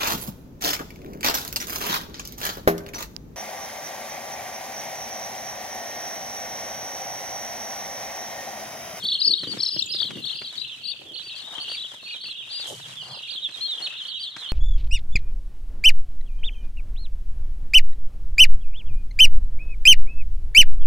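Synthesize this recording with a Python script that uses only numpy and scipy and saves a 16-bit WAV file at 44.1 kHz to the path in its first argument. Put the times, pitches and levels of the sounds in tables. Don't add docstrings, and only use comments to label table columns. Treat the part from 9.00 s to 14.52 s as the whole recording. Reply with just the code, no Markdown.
import sys
import numpy as np
from scipy import signal
from scipy.fft import rfft, irfft, next_fast_len
from scipy.io import wavfile
from scipy.ndimage import uniform_filter1d, map_coordinates

SR = 44100
rng = np.random.default_rng(int(sys.argv[2]) if len(sys.argv) > 2 else 0)


def generate_wav(sig):
    pcm = np.round(np.clip(np.atleast_2d(sig).T, -1, 1) * 32767).astype(np.int16)
    wavfile.write(sys.argv[1], SR, pcm)


N = 243431
TIME = np.arange(N) / SR

# (first dip [s], first to last dip [s], crest pitch [Hz], dip pitch [Hz],
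# closing droop [share, negative climbs], level [dB], accent in the dips [dB], left over right [dB])
TRILL_CUES = [(0.058, 0.099, 4545, 3240, 0.034, -23.5, 5.5, 1.5),
              (0.139, 0.074, 4330, 2786, 0.017, -29.5, -0.5, 2.5),
              (0.221, 0.061, 4916, 4020, -0.054, -19.5, 7, 7),
              (0.312, 0.029, 4780, 4180, 0.08, -20, 9.5, 7.5), (0.364, 0.02, 4530, 3710, 0.063, -23, -1, 6),
              (0.41, 0.043, 4650, 3690, 0.11, -28, -5, 2.5),
              (0.607, 0.086, 5475, 4050, 0.015, -26.5, 11.5, 5),
              (0.618, 0.18, 4400, 3177, 0.028, -43.5, 9, -2),
              (0.727, 0.038, 5470, 4520, 0.061, -26.5, 3, 5),
              (0.795, 0.032, 5700, 4080, 0.077, -29.5, 13.5, 9.5),
              (0.826, 0.039, 8300, 7260, 0.064, -59, 26.5, -5.5),
              (0.911, 0.062, 5100, 3900, 0.057, -26, 0, -7.5),
              (0.941, 0.051, 4240, 3426, -0.02, -29.5, 4, 11), (1.006, 0.027, 4930, 3470, 0.079, -23, 8, 8),
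              (1.054, 0.037, 4580, 3350, 0.13, -29, 2, 3.5),
              (1.246, 0.09, 4380, 3306, 0.048, -28.5, 5, 8.5),
              (1.359, 0.15, 4850, 4060, 0.095, -36, 5.5, 4.5), (1.584, 0.068, 4610, 3860, 0.15, -34, 9, 12),
              (1.859, .062, 4630, 4070, 0.026, -28, 4.5, 12),
              (2.161, 0.064, 4495, 2977, 0.12, -32, 0.5, -8.5),
              (2.367, 0.064, 4670, 3800, 0.068, -38.5, 6, 7), (2.466, 0.067, 3896, 3450, 0.042, -34, -7, 6),
              (2.685, 0.069, 3500, 2685, 0.099, -38.5, 11.5, -3),
              (2.785, 0.081, 3965, 3255, 0.12, -31, 1.5, 3),
              (3.08, 0.064, 2880, 2467, 0.00067, -31.5, 6, 3.5),
              (3.229, 0.06, 4595, 3380, 0.057, -31.5, -12, 2.5),
              (3.518, 0.1, 4320, 3710, 0.032, -34, 2, 10), (4.022, 0.17, 4875, 4100, 0.012, -43.5, 6, 3),
              (4.298, 0.065, 4494, 3280, 0.061, -32, 4, -8.5)]
# (start [dB], middle [dB], end [dB])
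TRILL_SWELL = [0, 1.67, 3]
# (start [s], hold [s], slide [s], held pitch [Hz], target pitch [Hz], level [dB],
# left over right [dB])
PEEP_CUES = [(0.469, 0.025, 0.049, 4725, 4260, -27.5, 10), (1.641, 0.024, 0.094, 4130, 2774, -34.5, -5),
             (2.224, 0.044, 0.068, 4630, 3655, -35.5, 2.5), (2.596, 0.037, 0.0097, 4530, 4350, -28, -7),
             (2.686, 0.055, 0.026, 4630, 4400, -28, 1.5), (3.032, 0.083, 0.067, 4416, 3000, -34.5, -4),
             (3.293, 0.014, 0.023, 4450, 3300, -28.5, -4.5), (3.354, 0.0079, 0.084, 4060, 2666, -34, -13),
             (3.501, 0.11, 0.035, 4720, 2680, -29.5, 3), (3.955, 0.0076, 0.083, 3820, 2720, -34, -10),
             (4.342, 0.011, 0.046, 4080, 3090, -31, 4), (4.415, 0.024, 0.042, 3865, 3090, -24, -3.5),
             (4.517, 0.013, 0.035, 4220, 3380, -31, -13), (4.605, 0.053, 0.023, 4270, 4020, -22.5, 5),
             (4.677, 0.029, 0.042, 3970, 3360, -23, -3), (4.813, 0.044, 0.031, 4340, 2330, -25, -3),
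             (4.957, 0.015, 0.074, 3840, 2920, -33.5, -3), (5.07, 0.014, 0.11, 4600, 2610, -34, -6),
             (5.137, 0.038, 0.057, 3880, 2760, -31, -3.5), (5.188, 0.043, 0.07, 4536, 2995, -31, 0.5),
             (5.215, 0.013, 0.037, 4250, 2530, -32, 7), (5.375, 0.011, 0.11, 4385, 2627, -33, -5),
             (5.482, 0.017, 0.033, 4400, 4130, -31, -2.5)]
# (frequency [Hz], level [dB])
OCTAVE_COLOUR = [(6300, -28), (7600, -35), (8700, -21), (9200, -24), (9550, -17), (10800, -36)]
# (time [s], level [dB])
CHORUS_RIDE = [(0, -34.5), (1.65, -36), (1.78, -37.5), (2.05, -38), (2.2, -36), (2.85, -34.5),
               (2.95, -36.5), (3.1, -35), (4.2, -35.5), (4.8, -32), (5.52, -36.5)]
# (frequency [Hz], time to fall 60 dB [s])
SHED_DECAY = [(200, 0.59), (5000, 0.34), (12000, 0.024)]
# (time [s], level [dB])
THUD_RIDE = [(0.0, -47.5), (0.31, -75), (0.44, -56.5), (0.61, -59.5), (0.85, -52.5), (1.06, -54),
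             (1.69, -63.5), (3.47, -66.5), (3.84, -65), (5.52, -68.5)]
RUSTLE_RIDE = [(0.0, -51), (0.32, -62.5), (0.55, -45), (0.78, -62), (1.12, -52), (1.89, -59.5),
               (2.6, -50.5), (2.91, -54.5), (3.34, -60.5), (3.63, -48.5), (4.37, -59.5), (4.72, -49.5),
               (5.25, -59), (5.52, -51.5)]
# (frequency [Hz], level [dB])
THUD_COLOUR = [(30, -57), (60, -11), (125, -4), (330, -8), (1200, -30.5)]
RUSTLE_COLOUR = [(200, -38), (500, -14), (2000, -5), (4500, -7), (7000, -9.5), (9000, -12.5), (11500, -21),
                 (15000, -30.5)]
PATTER_COLOUR = [(200, -6.5), (500, 5), (1800, -2), (4000, -38)]
SWISH_COLOUR = [(2000, -25), (6500, 0), (9000, -3), (15000, -18)]
RUMBLE_COLOUR = [(80, -19), (125, -2), (190, -11), (400, -56)]
WHITE = [(100, 0), (5000, 0)]
# (start [s], length [s], band centre [Hz], level [dB])
SCUFF_CUES = [(0.238, 0.15, 274, -44), (0.38, 0.27, 227, -42), (1.074, 0.19, 220, -39.5),
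              (1.974, 0.22, 400, -50.5), (2.418, 0.26, 850, -47), (3.653, 0.12, 490, -42.5),
              (3.987, 0.24, 750, -47.5), (4.734, 0.17, 530, -49), (4.68, 0.5, 1530, -53.5),
              (5.29, 0.31, 1340, -51)]
# (time [s], level [dB], crackle offset [dB])
BUMP_CUES = [(0.276, -29.5, -12.5), (0.433, -24.5, 0.5), (0.471, -22.5, -9), (0.571, -24, -1),
             (0.762, -22.5, -10), (0.946, -29, -3.5), (1.046, -32.5, -5), (1.105, -28.5, 1),
             (1.17, -23.5, -9), (1.416, -30, 0.5), (2.579, -33.5, 3), (3.239, -42.5, 6.5),
             (4.488, -40.5, 6), (4.803, -38, 7), (5.363, -33.5, 8.5)]
# (frequency [Hz], level [dB])
BUMP_MODES = [(128, -4.5), (215, -5), (340, 3), (530, 2)]


def near_chicks(trill_db=-1.5, peep_db=-2.0, rise=0.0457, dip_droop_ratio=1.28, fade_db_per_droop=28):
    out = np.zeros((2, N))
    for first_dip, length, crest_hz, dip_hz, droop, db, accent_db, pan_db in TRILL_CUES:
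        crests = crest_hz * np.array([1 - rise, 1, 1 - droop])
        dips = dip_hz * np.array([1, 1, 1 - dip_droop_ratio * droop])
        fade_db = fade_db_per_droop * droop * np.array([-.5, 0, 1])
        levels = db + trill_db + np.array(TRILL_SWELL) - fade_db
        start, call = trill(first_dip, length, crests, dips, levels, accent_db, pan_db)
        add(out, start, wall_echoes(call, db + max(accent_db, 0)))
    for start, hold, slide, top_hz, end_hz, db, pan_db in PEEP_CUES:
        call = peep(hold, slide, top_hz, end_hz, db + peep_db, pan_db)
        add(out, start, wall_echoes(call, db))
    return shed_reverb(out, tail_db=-18.5)


def trill(first_dip, length, crests_hz, dips_hz, levels_db, accent_db, pan_db, swing_hz=33):
    lead_in, run_out = 0.93, 0.16
    swings = max(round(length * swing_hz), 1)
    period = length / swings
    cycle = np.arange(-lead_in, swings + run_out, 1 / (period * SR))
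    sway, reach, push = [wobble(swing_hz, len(cycle)) for _ in range(3)]
    dip = np.cos(np.pi * (cycle + .025 * sway)) ** 4
    crest_hz = arc(crests_hz, (cycle + .5) / swings) * (1 + .012 * push)
    dip_hz = arc(dips_hz, cycle / swings) * (1 + .035 * reach)
    hz = crest_hz * (1 - dip) + dip_hz * dip
    past_dip = (cycle + .5) % 1 - .5
    burst = ramp(np.minimum((past_dip + .16) / .04, (.28 - past_dip) / .2))
    burst *= 1 + .15 * np.tanh(push)
    gate = ramp(np.minimum((cycle - cycle[0]) / .6, (cycle[-1] - cycle) / .15))
    gain = gate * amp(arc(levels_db, cycle / swings) + accent_db * burst)
    return first_dip - lead_in * period, whistle(hz, gain, pan_db)


def peep(hold, slide, top_hz, end_hz, level_db, pan_db, attack_s=0.013, release_s=0.014, push_db=4.5):
    length = hold + slide
    t = np.arange(int(length * SR)) / SR
    fall = uniform_filter1d(ramp((t - hold) / slide), int(0.016 * SR), mode="nearest")
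    scoop = 1 - 0.1305 * np.exp(-t / 0.00787)
    quaver = np.sqrt(np.abs(fall)) * wobble(66, len(t))
    hz = top_hz * (end_hz / top_hz) ** fall * scoop * (1 - .018 * quaver)
    gate = ramp(t / attack_s) * ramp((length - t) / release_s)
    return whistle(hz, gate * amp(level_db + push_db * fall + 2.5 * quaver), pan_db)


def whistle(hz, gain, pan_db, waver=.005, flutter_db=1.6, pure_above_db=-31):
    size = len(hz)
    sides = np.array([[1], [-1]])
    jitter = waver * (wobble(528, size) + 2 * wobble(55, size))
    lead_s = 55e-6 * (np.tanh(pan_db / 4) + rng.normal() / 5)
    phase = 2 * np.pi * np.cumsum(hz * (1 + jitter)) / SR + np.pi * hz * lead_s * sides
    purity_db = .65 * max(20 * np.log10(gain.mean()) - pure_above_db, 0)
    octave_db = along(OCTAVE_COLOUR, 2 * hz) - purity_db + 3 * (wobble(75, size) - sides)
    tone = np.sin(phase) * unit(amp(sides * pan_db / 2)) + amp(octave_db) * np.sin(2 * phase)
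    low_note_db = along([(2650, -8), (3150, 0)], hz)
    return tone * gain * amp(low_note_db + flutter_db * wobble(163, size))


def far_flock(calls=200, top_hz=3950, end_hz=2780, spread_db=6.0, trill_share=.25, trim_db=-3.5):
    out = np.zeros((2, N))
    times = (np.arange(calls) + rng.uniform(-0.92, 1, calls)) / calls * N / SR
    trilling = rng.random(calls) < trill_share
    birds = rng.standard_normal((calls, 5))
    for time, is_trill, (high, low, long, loud, side) in zip(times, trilling, birds):
        top, end = top_hz * np.exp(.14 * np.tanh(high)), end_hz * np.exp(.11 * np.tanh(low))
        length = .06 * np.exp(.35 * np.tanh(long))
        db, pan_db = spread_db * np.tanh(loud), 4 * side
        if is_trill:
            add(out, *trill(time, length, [top], [end], [db], accent_db=12.7, pan_db=pan_db))
        else:
            add(out, time - length / 2, peep(0.014, length, top, end, db, pan_db))
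    return amp(ride(CHORUS_RIDE) + trim_db) * unit(shed_reverb(out, tail_db=-4.5))


def wall_echoes(call, level_db, count=6, echo_db=-8.5, reference_db=-27, latest_s=.022):
    wet = amp(echo_db + .45 * (reference_db - level_db))
    paths = np.zeros((2, int(latest_s * SR)))
    for channel in paths:
        echoes = wet * rng.choice([-1, 1], size=count) / np.sqrt(count)
        channel[rng.integers(SR // 1000, len(channel), size=count)] = echoes
    paths[:, 0] = 1
    return signal.fftconvolve(call, paths, axes=1) / np.hypot(1, wet)


def shed_reverb(x, tail_db):
    hz, t, spectrum = signal.stft(rng.standard_normal((2, SR // 2)), SR, nperseg=256)
    decay = amp(-60 * t / along(SHED_DECAY, hz)[:, None])
    tail = signal.istft(spectrum * decay, SR, nperseg=256)[1]
    tail *= amp(tail_db) / np.linalg.norm(tail[0])
    return x + signal.fftconvolve(x, tail, axes=1)[:, :N]


def litter(thud_db=3.5, rustle_db=4, patter_db=-4.0):
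    thuds = amp(thud_db) * noise(THUD_COLOUR, side_db=-14, grain_db=4.5, grain_hz=70)
    patter = amp(patter_db) * noise(PATTER_COLOUR, side_db=-2.5, grain_db=7.5, grain_hz=130)
    rustle = amp(rustle_db) * noise(RUSTLE_COLOUR, side_db=1.0, grain_db=2.5, grain_hz=330)
    surge_db = 3 * wobble(18, N)
    return amp(ride(THUD_RIDE)) * thuds + amp(ride(RUSTLE_RIDE) + surge_db) * (rustle + patter)


def scuffs(width_octaves=0.67):
    out = np.zeros((2, N))
    grains = noise(WHITE, side_db=-4.5, grain_db=3.5, grain_hz=110)
    for start, length, centre_hz, db in SCUFF_CUES:
        rub = np.roll(grains, -round(start * SR), axis=1)[:, :int(length * SR)]
        rub = filtered(rub, lambda hz: np.exp(-.5 * (np.log2((hz + 1) / centre_hz) / width_octaves) ** 2))
        swell = np.sin(np.linspace(0, np.pi, rub.shape[1]))
        add(out, start, amp(db) * unit(rub) * swell)
    return out


def bumps(thud_db=-9, crackle_db=-1, ring_cycles=15, attack_s=.0015, crackle_t60=.05):
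    thuds, crackle_gain = np.zeros((2, 2, N))
    t = np.arange(SR // 4) / SR
    attack = 1 - np.exp(-t / attack_s)
    for start, db, offset_db in BUMP_CUES:
        ring = np.zeros_like(t)
        for k, (mode_hz, mode_db) in enumerate(BUMP_MODES):
            hz = mode_hz * np.exp(rng.normal() / 10)
            ring += (-1) ** k * amp(mode_db - 60 * t * hz / ring_cycles) * np.sin(2 * np.pi * hz * t)
        add(thuds, start, amp(db + thud_db) * (attack * ring)[None])
        add(crackle_gain, start, (amp(db + offset_db - 60 * t / crackle_t60) * attack)[None])
    grit = noise(RUSTLE_COLOUR, side_db=-8.0, grain_db=3.5, grain_hz=900)
    muffled = filtered(grit, lambda hz: 1 / (1 + (hz / 3800) ** 2))
    return thuds + amp(crackle_db) * crackle_gain * muffled


def swish(start_s=3.66, db=-38, attack_s=.012, t60=0.7):
    t = np.maximum(TIME - start_s, 0)
    attack = 1 - np.exp(-t / attack_s)
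    return amp(db - 60 * t / t60) * attack * noise(SWISH_COLOUR, side_db=-1, grain_db=3, grain_hz=500)


def rumble(start_s=3.68, end_s=4.17, fade_s=0.017, db=-52):
    gate = ramp(np.minimum(TIME - start_s, end_s - TIME) / fade_s)
    return amp(db) * gate * noise(RUMBLE_COLOUR, side_db=-14, grain_db=4.5, grain_hz=17)


def hum(hz=124, db=-69):
    gain = amp(db + 4.5 * wobble(14, N))
    return gain * unit(np.sin(2 * np.pi * hz * TIME + 1.6 * wobble(25, N)))


def noise(colour, side_db, grain_db, grain_hz):
    mid, side = rng.standard_normal((2, N)) * amp([[0], [side_db]]) * amp(grain_db * wobble(grain_hz, N))
    return unit(filtered(np.array([mid + side, mid - side]), lambda hz: amp(along(colour, hz))))


def amp(db):
    return 10 ** (np.asarray(db) / 20)


def unit(x):
    return x / np.sqrt(np.mean(x ** 2) + 1e-20)


def ramp(x):
    return np.clip(x, 0, 1)


def along(points, hz):
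    frequencies, values = np.transpose(points)
    return np.interp(np.log(hz + 1), np.log(frequencies + 1), values)


def ride(points):
    return np.interp(TIME, *np.transpose(points))


def arc(values, progress):
    curve = np.polyfit(np.linspace(0, 1, len(values)), values, len(values) - 1)
    return np.polyval(curve, ramp(progress))


def wobble(rate, size):
    knots = rng.standard_normal(int(size * rate / SR + 4))
    return map_coordinates(knots, [np.arange(size) * rate / SR])


def filtered(x, response):
    size = x.shape[-1]
    padded = next_fast_len(size + 4096)
    return irfft(rfft(x, padded) * response(np.fft.rfftfreq(padded, 1 / SR)), padded)[..., :size]


def add(track, start_s, x):
    i = round(start_s * SR)
    lo, hi = max(i, 0), min(i + x.shape[1], N)
    if hi > lo:
        track[:, lo:hi] += x[:, lo - i:hi - i]


def scene():
    bed = litter() + scuffs() + bumps() + swish() + rumble()
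    return near_chicks() + far_flock() + bed * amp([[.7], [-.7]]) + hum()


def record(dry):
    bass_hz, top_hz = 60, 15500
    return filtered(dry, lambda hz: (hz < top_hz) * hz ** 2 / (hz ** 2 + bass_hz ** 2))


dry = scene()
out = record(dry)
generate_wav(out)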